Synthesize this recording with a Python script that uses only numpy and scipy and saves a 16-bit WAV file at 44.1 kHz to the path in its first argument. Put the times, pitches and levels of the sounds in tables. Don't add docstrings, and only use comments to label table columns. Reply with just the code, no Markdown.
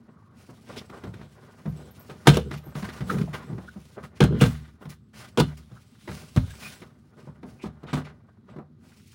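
import sys
import numpy as np
from scipy import signal
from scipy.fft import rfft, irfft
from scipy.io import wavfile
from scipy.ndimage import uniform_filter1d

SR = 44100
rng = np.random.default_rng(int(sys.argv[2]) if len(sys.argv) > 2 else 0)


def wrap_up_sound(samples):
    columns = np.atleast_2d(samples).T
    tamed = np.clip(columns, -1, 1)
    steps = np.round(tamed * 32767).astype(np.int16)
    wavfile.write(sys.argv[1], SR, steps)


N = 403382
T = np.arange(N) / SR
HIT_T = np.arange(SR // 2) / SR

# start in seconds, thump level in dB, its pitch
# in Hz, its t60 in seconds, clack level in dB, its centre in Hz, slap level in dB, its fade in seconds,
# its tilt in dB per octave, box resonance in Hz.
BLOWS = [(2.2704,-29,144,0.099,-17,760,-17.5,0.0053,0.5,3560),
         (2.278,-9.5,142.3,0.12,-12.5,340,-21.5,.015,1,3500),
         (2.334,-28,207,0.22,-33,455,-34.5,0.033,2,2830),
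         (2.37,-30.5,184,.1,-22.5,427,-34.5,0.0033,4.5,2870),
         (4.204,-48,150,0.059,-19.5,370,-28,0.0043,0,3480),
         (4.213,-11.5,139.2,0.18,-25,425,-28.5,0.026,-1,1530),
         (4.238,-49.5,115,.083,-22.5,352,-37,0.0054,5,2800),
         (4.409,-39,131,0.099,-23,440,-30.5,0.021,5.5,2800),
         (4.417,-13,133,0.12,-21.5,306,-27,0.012,-3,1370),
         (4.437,-24.5,116,0.021,-34,490,-33.5,.0098,-3,2680),
         (4.456,-23.5,116,.13,-30.5,263,-41,.016,5,2700),
         (5.3733,-37.5,165,0.1,-24,364,-33,0.0063,1.5,3120),
         (5.38,-28,129,0.063,-21.5,430,-32,0.024,1.5,3160),
         (5.399,-18,157,0.13,-18.5,330,-28,0.0064,3.5,4170),
         (6.362,-28,120,0.012,-26.5,286,-40.5,.0086,3,1140),
         (6.373,-13.5,109,0.029,-31.5,288,-38,0.0063,-5.5,2450),
         (7.93,-25.5,146,.12,-27,240,-35.5,0.023,0,980),
         (7.977,-35.5,155,.11,-36.5,292,-48,0.025,-2.5,1200)]
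# start in seconds, thump level in dB, its pitch in Hz, clack level in dB,
# scuff level in dB.
KNOCKS = [(0.49,-48,122,-46,-66), (.896,-52,132,-47.5,-52.5), (1.036,-41.5,99.5,-39.5,-50),
          (1.068,-35,105,-43,-61), (1.137,-46,106,-49.5,-53), (1.212,-47,121,-48,-55),
          (1.656,-31,175,-38,-55.5), (1.675,-26.5,163.3,-63,-77), (2.096,-46,142,-47.5,-48.5),
          (2.51,-36,148,-38,-42), (2.539,-36.5,151.4,-75,-45.5), (2.663,-40.5,140,-45,-88.5),
          (2.752,-32.5,149,-40,-45), (2.824,-32.5,199,-45,-46), (2.888,-63,140,-41.5,-44),
          (3.006,-28.5,134,-37.5,-46), (3.098,-50,199,-39,-40), (3.147,-26.5,184,-49,-69),
          (3.181,-32,187,-45,-45.5), (3.212,-27.5,160,-54,-46.5), (3.278,-38.5,144,-48.5,-65),
          (3.496,-38,155,-41.5,-68), (3.527,-36,114,-46.5,-63), (3.579,-38.5,185,-41.5,-56),
          (3.759,-38.5,196,-48.5,-79), (4.81,-55,192.5,-49.5,-66), (4.852,-37.5,150,-48.5,-56),
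          (5.714,-42.5,123,-54,-65), (6.075,-51,99,-38.5,-47), (6.087,-34.5,98.3,-39.5,-48),
          (6.113,-47,140,-56,-49), (6.818,-49,170,-45.5,-52.5), (7.272,-41,138.4,-47.5,-78.5),
          (7.429,-39.5,250.7,-42,-59), (7.638,-36.5,210.5,-35.5,-61), (7.656,-34,173,-45,-54),
          (7.831,-44,158,-42.5,-58), (8.561,-42.5,148,-43.5,-64.5), (8.583,-47,218,-41.5,-65.5)]
# frequency in Hz, relative level in dB, t60 (time to fall 60 dB) in seconds.
DESK_MODES = [(71, -18, 0.14), (71.9, -11, 0.41), (110.6, -12.5, 0.3), (149.3, -13, 0.42),
              (185.6, -2, 0.16), (233.5, -21.5, 0.37)]
PANEL_MODES = [(254.9, 2.5, .17), (288.1, 4.5, .16), (346, -2.5, 0.12), (379, -4, .1), (424, -10, 0.061),
               (457.2, 2, 0.13), (498.7, 2, .12), (579, -3.5, 0.13), (675, -12, 0.15), (760, -9, 0.071),
               (900, -10, 0.1)]
HARD_OBJECT_MODES = [(1232, -0.5, 0.1), (1276.5, 2, .12), (1458, 2, .13), (1574, 2, .13), (2108, -4, .13),
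                     (2404, 2, .07), (2950, -5.5, 0.21), (3060, -3.5, 0.056), (3390, -3, .09),
                     (3563, -3, 0.15), (4023, -8, .13), (4120, -4.5, 0.21)]
# start in seconds, length in seconds, rubbing
# level in dB, its tilt in dB per octave, wrap level in dB, its tilt in dB per octave.
STROKES = [(0.662,0.18,-39,-1.5,-50.5,-4), (.758,.037,-49,-5,-38,-3), (0.923,0.076,-40.5,-1.5,-54,-2),
           (1.151,0.12,-49.5,-2.5,-57.5,-6), (1.738,0.17,-46,-8.5,-72,-3), (2.089,0.071,-43,-4,-53.5,-2),
           (2.251,0.12,-25,1.5,-37.5,-2), (2.519,0.065,-45,2.5,-43,-4), (2.743,0.11,-37.5,1,-47,1),
           (2.838,0.049,-33,4,-41.5,-1), (2.913,0.086,-42.5,2.5,-46,-1.5), (3.058,0.16,-41.5,3,-42.5,3),
           (3.327,0.056,-30,5,-43.5,0), (3.364,0.14,-43.5,4,-64,-19), (3.957,0.09,-39,-2.5,-85,1),
           (4.025,.045,-38.5,3,-49.5,0), (4.148,0.073,-52,7,-55.5,-3), (4.245,0.45,-47.5,7,-64,-8),
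           (4.383,.15,-34.5,3.5,-40,2), (4.802,0.094,-49,2.5,-60.5,4), (4.887,0.052,-46.5,7.5,-46.5,2),
           (5.129,.16,-41,4.5,-45.5,-1), (5.444,0.1,-45,4,-54,0), (5.568,0.026,-45.5,6.5,-48,1),
           (6.072,0.17,-44.5,0.5,-44,0), (6.591,0.15,-42,8,-40,1), (7.163,0.14,-52,-1.5,-59.5,-3),
           (7.444,0.16,-51,-2.5,-59,0), (7.61,.07,-51,-3,-48,-4.5), (7.863,0.076,-39.5,3,-44,-8),
           (7.961,0.049,-33.5,-1,-49,1), (8.033,0.068,-44,3.5,-50,-7.5), (8.466,.1,-51,-1,-64.5,-6.5)]
# time in seconds, rubbing level in dB, wrap level in dB.
RUSTLE_LEVELS = [(.32,-67,-80), (.4,-60.5,-62), (1.3,-60.5,-70), (1.9,-56.5,-61.5), (2.7,-58.5,-67),
                 (3.1,-53,-57.5), (3.55,-57.5,-66), (3.9,-65.5,-60), (4.13,-63,-78), (4.55,-65.5,-56),
                 (4.77,-74,-77), (5.08,-85,-81), (5.25,-65,-71), (5.95,-71,-64.5), (6.2,-59.5,-57),
                 (6.75,-56.5,-52), (6.95,-68,-76), (8.05,-58,-79), (8.3,-68.5,-83), (8.76,-79,-87),
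                 (8.86,-63.5,-64.5), (9.1,-84,-61)]
# start in seconds, end in seconds, level in dB.
DRAGS = [(2.41, 2.524, -35), (3.055, 3.257, -26), (3.458, 3.606, -34), (4.21, 4.432, -26)]
# start in seconds, length in seconds, pitch in Hz, width in Hz, level in dB.
SQUEAKS = [(0.0,0.45,1120,202,-68.5), (0.763,0.05,3430,394,-51), (0.768,.034,5210,900,-50),
           (0.916,0.039,1200,510,-52), (3.092,0.024,1420,294,-27.5), (3.27,0.024,710,237,-45),
           (3.363,0.11,1060,126,-54.5), (3.674,0.027,1440,323,-45), (4.242,0.24,3070,450,-63),
           (4.4,0.024,2750,513,-32), (5.745,.05,1346,305,-58), (6.489,0.049,1550,195,-56),
           (6.599,.11,2460,242,-49), (7.58,0.068,2380,600,-59)]
# start in seconds, level in dB before random scatter.
CHIRPS = [(1.676,-67), (1.905,-68), (1.992,-60), (2.57,-67), (2.637,-63), (2.674,-66)]
# frequency in Hz, relative level in dB.
FILM_MODES = [(13170,1), (15550,-7)]
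# frequency in Hz, relative spectral density in dB.
RATTLE_SPECTRUM = [(120, -20.5), (250, -3), (450, -6), (700, -9.5), (1200, -14), (2000, -29.5),
                   (5000, -63.5)]
SLAP_SPECTRUM = [(500, -22.5), (800, -1), (1250, 3.5), (2000, -2), (3400, -1.5), (4600, -8.5), (7000, -12),
                 (10000, -17), (13000, -26.5), (15500, -22.5)]
SCUFF_SPECTRUM = [(500, -21), (1200, 5), (2000, 2), (3400, -12), (5000, -12.5), (8000, -21.5), (13000, -24),
                  (15500, -28.5)]
RUB_SPECTRUM = [(150, -11.5), (400, 10), (750, 4.5), (1200, 1), (1800, 1), (2500, -12), (4000, -18.5),
                (9000, -52)]
WRAP_SPECTRUM = [(1200, -21), (2200, 0), (3500, -2), (5500, -3.5), (8000, -8), (10000, -6.5),
                 (13000, -17.5), (15500, -9)]
RUMBLE_SPECTRUM = [(25, -45.5), (50, -10), (75, 5), (130, 2), (220, 2.5), (350, -9), (600, -27),
                   (1500, -58)]
JUDDER_SPECTRUM = [(60, -20), (130, 11.5), (190, 4.5), (300, -3.5), (450, -2.5), (700, -26.5), (1500, -26),
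                   (3000, -109)]
AIR_SPECTRUM = [(15, -36.5), (25, -36.5), (59, -4), (107, 13), (204, -10), (614, -27.5), (1240, -17.5),
                (2850, -38), (3830, -30.5), (7700, -49.5), (15500, -53.5)]
# frequency in Hz, t60 in seconds.
ROOM_DECAY = [(70, 0.4), (250, 0.17), (1000, 0.12), (4000, 0.15), (15000, 0.11)]


def blows(rise_share=0.13):
    out = np.zeros(N)
    for start, thump_db, thump_hz, t60, clack_db, clack_hz, slap_db, fade_s, tilt, box_hz in BLOWS:
        add(out, start, undb(thump_db) * thump(thump_hz, t60, desk_db=-6, rise_s=0.0036))
        add(out, start, undb(clack_db) * clack(clack_hz, octaves=0.26, rattle_db=-5, rattle_s=0.013))
        crack = slap(tilted(SLAP_SPECTRUM, tilt), rise_share * fade_s, fade_s, ring_db=-8, box_hz=box_hz)
        add(out, start, undb(slap_db) * crack)
    return out


def thump(hz, spot_t60, desk_db, rise_s):
    top = modal_sum(DESK_MODES)
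    coupling = undb(desk_db) * (spot_t60 / 0.12) ** 2
    onset = 1 - np.exp(-HIT_T / rise_s)
    return onset_unit((ring(hz, spot_t60) + coupling * top) * onset)


def clack(hz, octaves, rattle_db, rattle_s, detune=0.0098):
    draws = rng.standard_normal((len(PANEL_MODES), 2))
    modes = 0
    for (mode_hz, db, t60), (polarity, offset) in zip(PANEL_MODES, draws):
        weight = np.sign(polarity) * undb(db) / (1 + (np.log2(mode_hz / hz) / octaves) ** 2)
        modes += weight * ring(mode_hz * (1 + detune * offset), t60)
    rattle = onset_unit(colour(burst(0.0012, rattle_s), RATTLE_SPECTRUM))
    return onset_unit(onset_unit(modes) + undb(rattle_db) * rattle)


def slap(spectrum, rise_s, fade_s, ring_db, box_hz, box_db=2, crunch_db=3):
    signs = np.sign(rng.standard_normal(len(HARD_OBJECT_MODES)))
    modes = sum(sign * undb(db) * ring(hz, t60) for (hz, db, t60), sign in zip(HARD_OBJECT_MODES, signs))
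    crunch = undb(crunch_db * drift(1000, len(HIT_T)))
    crack = colour(burst(rise_s, fade_s) * crunch, spectrum)
    box = undb(box_db) * resonate(crack, box_hz, width_hz=0.17 * box_hz, order=1)
    return onset_unit(onset_unit(crack + box) + undb(ring_db) * onset_unit(modes))


def knocks():
    out = np.zeros(N)
    for start, thump_db, thump_hz, clack_db, scuff_db in KNOCKS:
        add(out, start, undb(thump_db) * thump(thump_hz, spot_t60=0.11, desk_db=-4, rise_s=0.009))
        add(out, start, undb(clack_db) * clack(hz=330, octaves=0.2, rattle_db=-2.5, rattle_s=0.027))
        scuff = slap(SCUFF_SPECTRUM, rise_s=0.002, fade_s=0.011, ring_db=-10.5, box_hz=3660)
        add(out, start, undb(scuff_db) * scuff)
    return out


def handling(rumble_rest_db=-57.5, rumble_coupling_db=-6):
    rub_db, wrap_db = rustle_levels()
    push = undb(rub_db)
    out = push * rub(N, tilt=0) + undb(wrap_db) * wrap(N, tilt=0)
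    for start, length, rub_db, rub_tilt, wrap_db, wrap_tilt in STROKES:
        slide = stroke(length)
        rubbing = undb(rub_db) * rub(len(slide), rub_tilt)
        crinkle = undb(wrap_db) * wrap(len(slide), wrap_tilt)
        add(out, start, slide * (rubbing + crinkle))
        add(push, start, undb(rub_db) * slide)
    slips = friction(slips_per_s=110, spread_db=2.5, slip_db=-6.5, flicker_db=-2.5)
    rumble = unit(colour(slips, RUMBLE_SPECTRUM))
    return out + (undb(rumble_rest_db) + undb(rumble_coupling_db) * push) * rumble


def stroke(length, attack_share=0.32, sag_db=12, release_s=0.014):
    attack = np.minimum(HIT_T / (attack_share * length), 1)
    sag = undb(-sag_db * np.minimum(HIT_T / length, 1))
    release = np.exp(-np.maximum(HIT_T - length, 0) / release_s)
    return attack * sag * release


def rub(n, tilt, ring_db=-13):
    slips = friction(slips_per_s=400, spread_db=1.2, slip_db=-8, flicker_db=4, n=n)
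    rubbing = unit(colour(slips, tilted(RUB_SPECTRUM, tilt)))
    return unit(rubbing + undb(ring_db) * respond(rubbing, modal_sum(HARD_OBJECT_MODES)))


def wrap(n, tilt, film_swing_db=3, crease_swing_db=4):
    slips = friction(slips_per_s=270, spread_db=2.3, slip_db=-8.5, flicker_db=2, n=n)
    hiss = colour(slips, tilted(WRAP_SPECTRUM, tilt))
    film = (undb(film_swing_db * drift(15, n)) - 1) * resonate(hiss, hz=3600, width_hz=1400)
    creases = (undb(crease_swing_db * drift(25, n)) - 1) * resonate(hiss, hz=8000, width_hz=1100)
    return unit(hiss + film + creases)


def friction(slips_per_s, spread_db, slip_db, flicker_db, n=N):
    slips = (rng.random(n) < slips_per_s / SR) * rng.standard_normal(n)
    sizes = undb(spread_db * np.minimum(rng.exponential(size=n), 2))
    hiss = rng.standard_normal(n)
    pressure = undb(flicker_db * drift(60, n))
    return (hiss + undb(slip_db) * unit(slips * sizes)) * pressure


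def dragging(edge_s=0.066, rumble_db=-27):
    push = sum(undb(db) * np.clip(np.minimum(T - start, end - T) / edge_s, 0, 1)
               for start, end, db in DRAGS)
    slips = friction(slips_per_s=410, spread_db=0.38, slip_db=0.7, flicker_db=1.5)
    judder = unit(colour(slips, JUDDER_SPECTRUM))
    rumble = unit(colour(rng.standard_normal(N), RUMBLE_SPECTRUM))
    return push * (judder + undb(rumble_db) * rumble)


def squeaks(grip_db=3):
    out = np.zeros(N)
    for start, length, hz, width_hz, db in SQUEAKS:
        n = int(length * SR)
        pitch = hz + width_hz / 2 * drift(2 * width_hz, len(HIT_T))
        grip = undb(grip_db * drift(width_hz, len(HIT_T)))
        rasp = np.sin(2 * np.pi * np.cumsum(pitch) / SR) * grip
        add(out, start, undb(db) * unit(np.hanning(n) * rasp[:n]))
    return out


def chirps(width_hz=230, rise_s=0.0051, fade_s=0.018, scatter_db=2, flicker_db=2.3):
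    out = np.zeros(N)
    for start, db in CHIRPS:
        chirp = 0
        for hz, mode_db in FILM_MODES:
            mode = onset_unit(resonate(burst(rise_s, fade_s), hz, width_hz))
            chirp += undb(mode_db + scatter_db * rng.standard_normal()) * mode
        add(out, start, chirp * undb(db + flicker_db * drift(100, len(HIT_T))))
    return out


def ticks(per_s=10, relative_db=-6, spread_db=3):
    _, wrap_db = rustle_levels()
    onsets = rng.random(N) < per_s / SR
    strength = undb(wrap_db + relative_db + spread_db * rng.standard_normal(N))
    tick = onset_unit(colour(burst(rise_s=0.00087, fade_s=0.018), SCUFF_SPECTRUM))
    return signal.fftconvolve(onsets * strength, tick)[:N]


def rustle_levels():
    times, *columns = np.transpose(RUSTLE_LEVELS)
    return [np.interp(T, times, db) for db in columns]


def room(x, wet_db, build_s=0.0033):
    n = len(HIT_T)
    noise, hz = rfft(rng.standard_normal(n)), np.arange(n // 2 + 1) * SR / n
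    edges = np.append(0, SR / 2 ** np.arange(9, 0, -1))
    tail = sum(irfft(noise * ((hz >= lo) & (hz < hi)), n) * decay(along(ROOM_DECAY, (lo + hi) / 2))
               for lo, hi in zip(edges, edges[1:]))
    build_up = 1 - np.exp(-(HIT_T / build_s) ** 2)
    return x + undb(wet_db) * respond(x, tail * build_up)


def room_air(db=-60.5):
    return undb(db) * unit(colour(rng.standard_normal(N), AIR_SPECTRUM))


def decay(t60):
    return np.exp(-np.log(1000) * HIT_T / t60)


def ring(hz, t60):
    return np.sin(2 * np.pi * hz * HIT_T) * decay(t60)


def modal_sum(modes):
    return sum(undb(db) * ring(hz, t60) for hz, db, t60 in modes)


def burst(rise_s, fade_s):
    return rng.standard_normal(len(HIT_T)) * (1 - np.exp(-HIT_T / rise_s)) * np.exp(-HIT_T / fade_s)


def drift(rate_hz, n=N):
    step = int(SR / rate_hz)
    stairs = np.repeat(rng.standard_normal(n // step + 1), step)
    return unit(uniform_filter1d(stairs, step)[:n])


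def respond(x, impulse_response):
    return signal.fftconvolve(x, impulse_response / np.linalg.norm(impulse_response))[:len(x)]


def resonate(x, hz, width_hz, order=2):
    edges = [max(hz - width_hz / 2, 20), hz + width_hz / 2]
    return signal.sosfilt(signal.butter(order, edges, "band", fs=SR, output="sos"), x)


def colour(x, spectrum, size=4096):
    hz = np.arange(size // 2 + 1) * SR / size
    cepstrum = irfft(np.log(undb(along(spectrum, hz))))
    cepstrum[1:size // 2] *= 2
    cepstrum[size // 2 + 1:] = 0
    return signal.fftconvolve(x, irfft(np.exp(rfft(cepstrum))))[:len(x)]


def tilted(spectrum, db_per_octave):
    return [(hz, db + db_per_octave * np.log2(hz / spectrum[0][0])) for hz, db in spectrum]


def along(points, hz):
    point_hz, values = np.transpose(points)
    return np.interp(np.log(np.maximum(hz, 1)), np.log(point_hz), values)


def undb(db):
    return 10 ** (np.asarray(db) / 20)


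def unit(x):
    return x / np.sqrt(np.mean(x ** 2))


def onset_unit(x):
    return x / np.sqrt(np.mean(x[:SR * 3 // 100] ** 2))


def add(out, start_s, x):
    i = max(int(start_s * SR), 0)
    out[i:i + len(x)] += x[:len(out) - i]


def scene():
    air = room_air()
    desk = blows() + knocks() + handling() + dragging() + squeaks() + chirps() + ticks()
    return (room(desk, wet_db=-13) + air)[None]


def record(dry, low_cut_hz=57, high_cut_hz=15900):
    x = signal.sosfilt(signal.butter(6, low_cut_hz, "high", fs=SR, output="sos"), dry)
    rounded = x / (1 + x ** 6) ** (1 / 6)
    return signal.sosfilt(signal.ellip(10, 0.2, 80, high_cut_hz, fs=SR, output="sos"), rounded)


dry = scene()
out = record(dry)
wrap_up_sound(out)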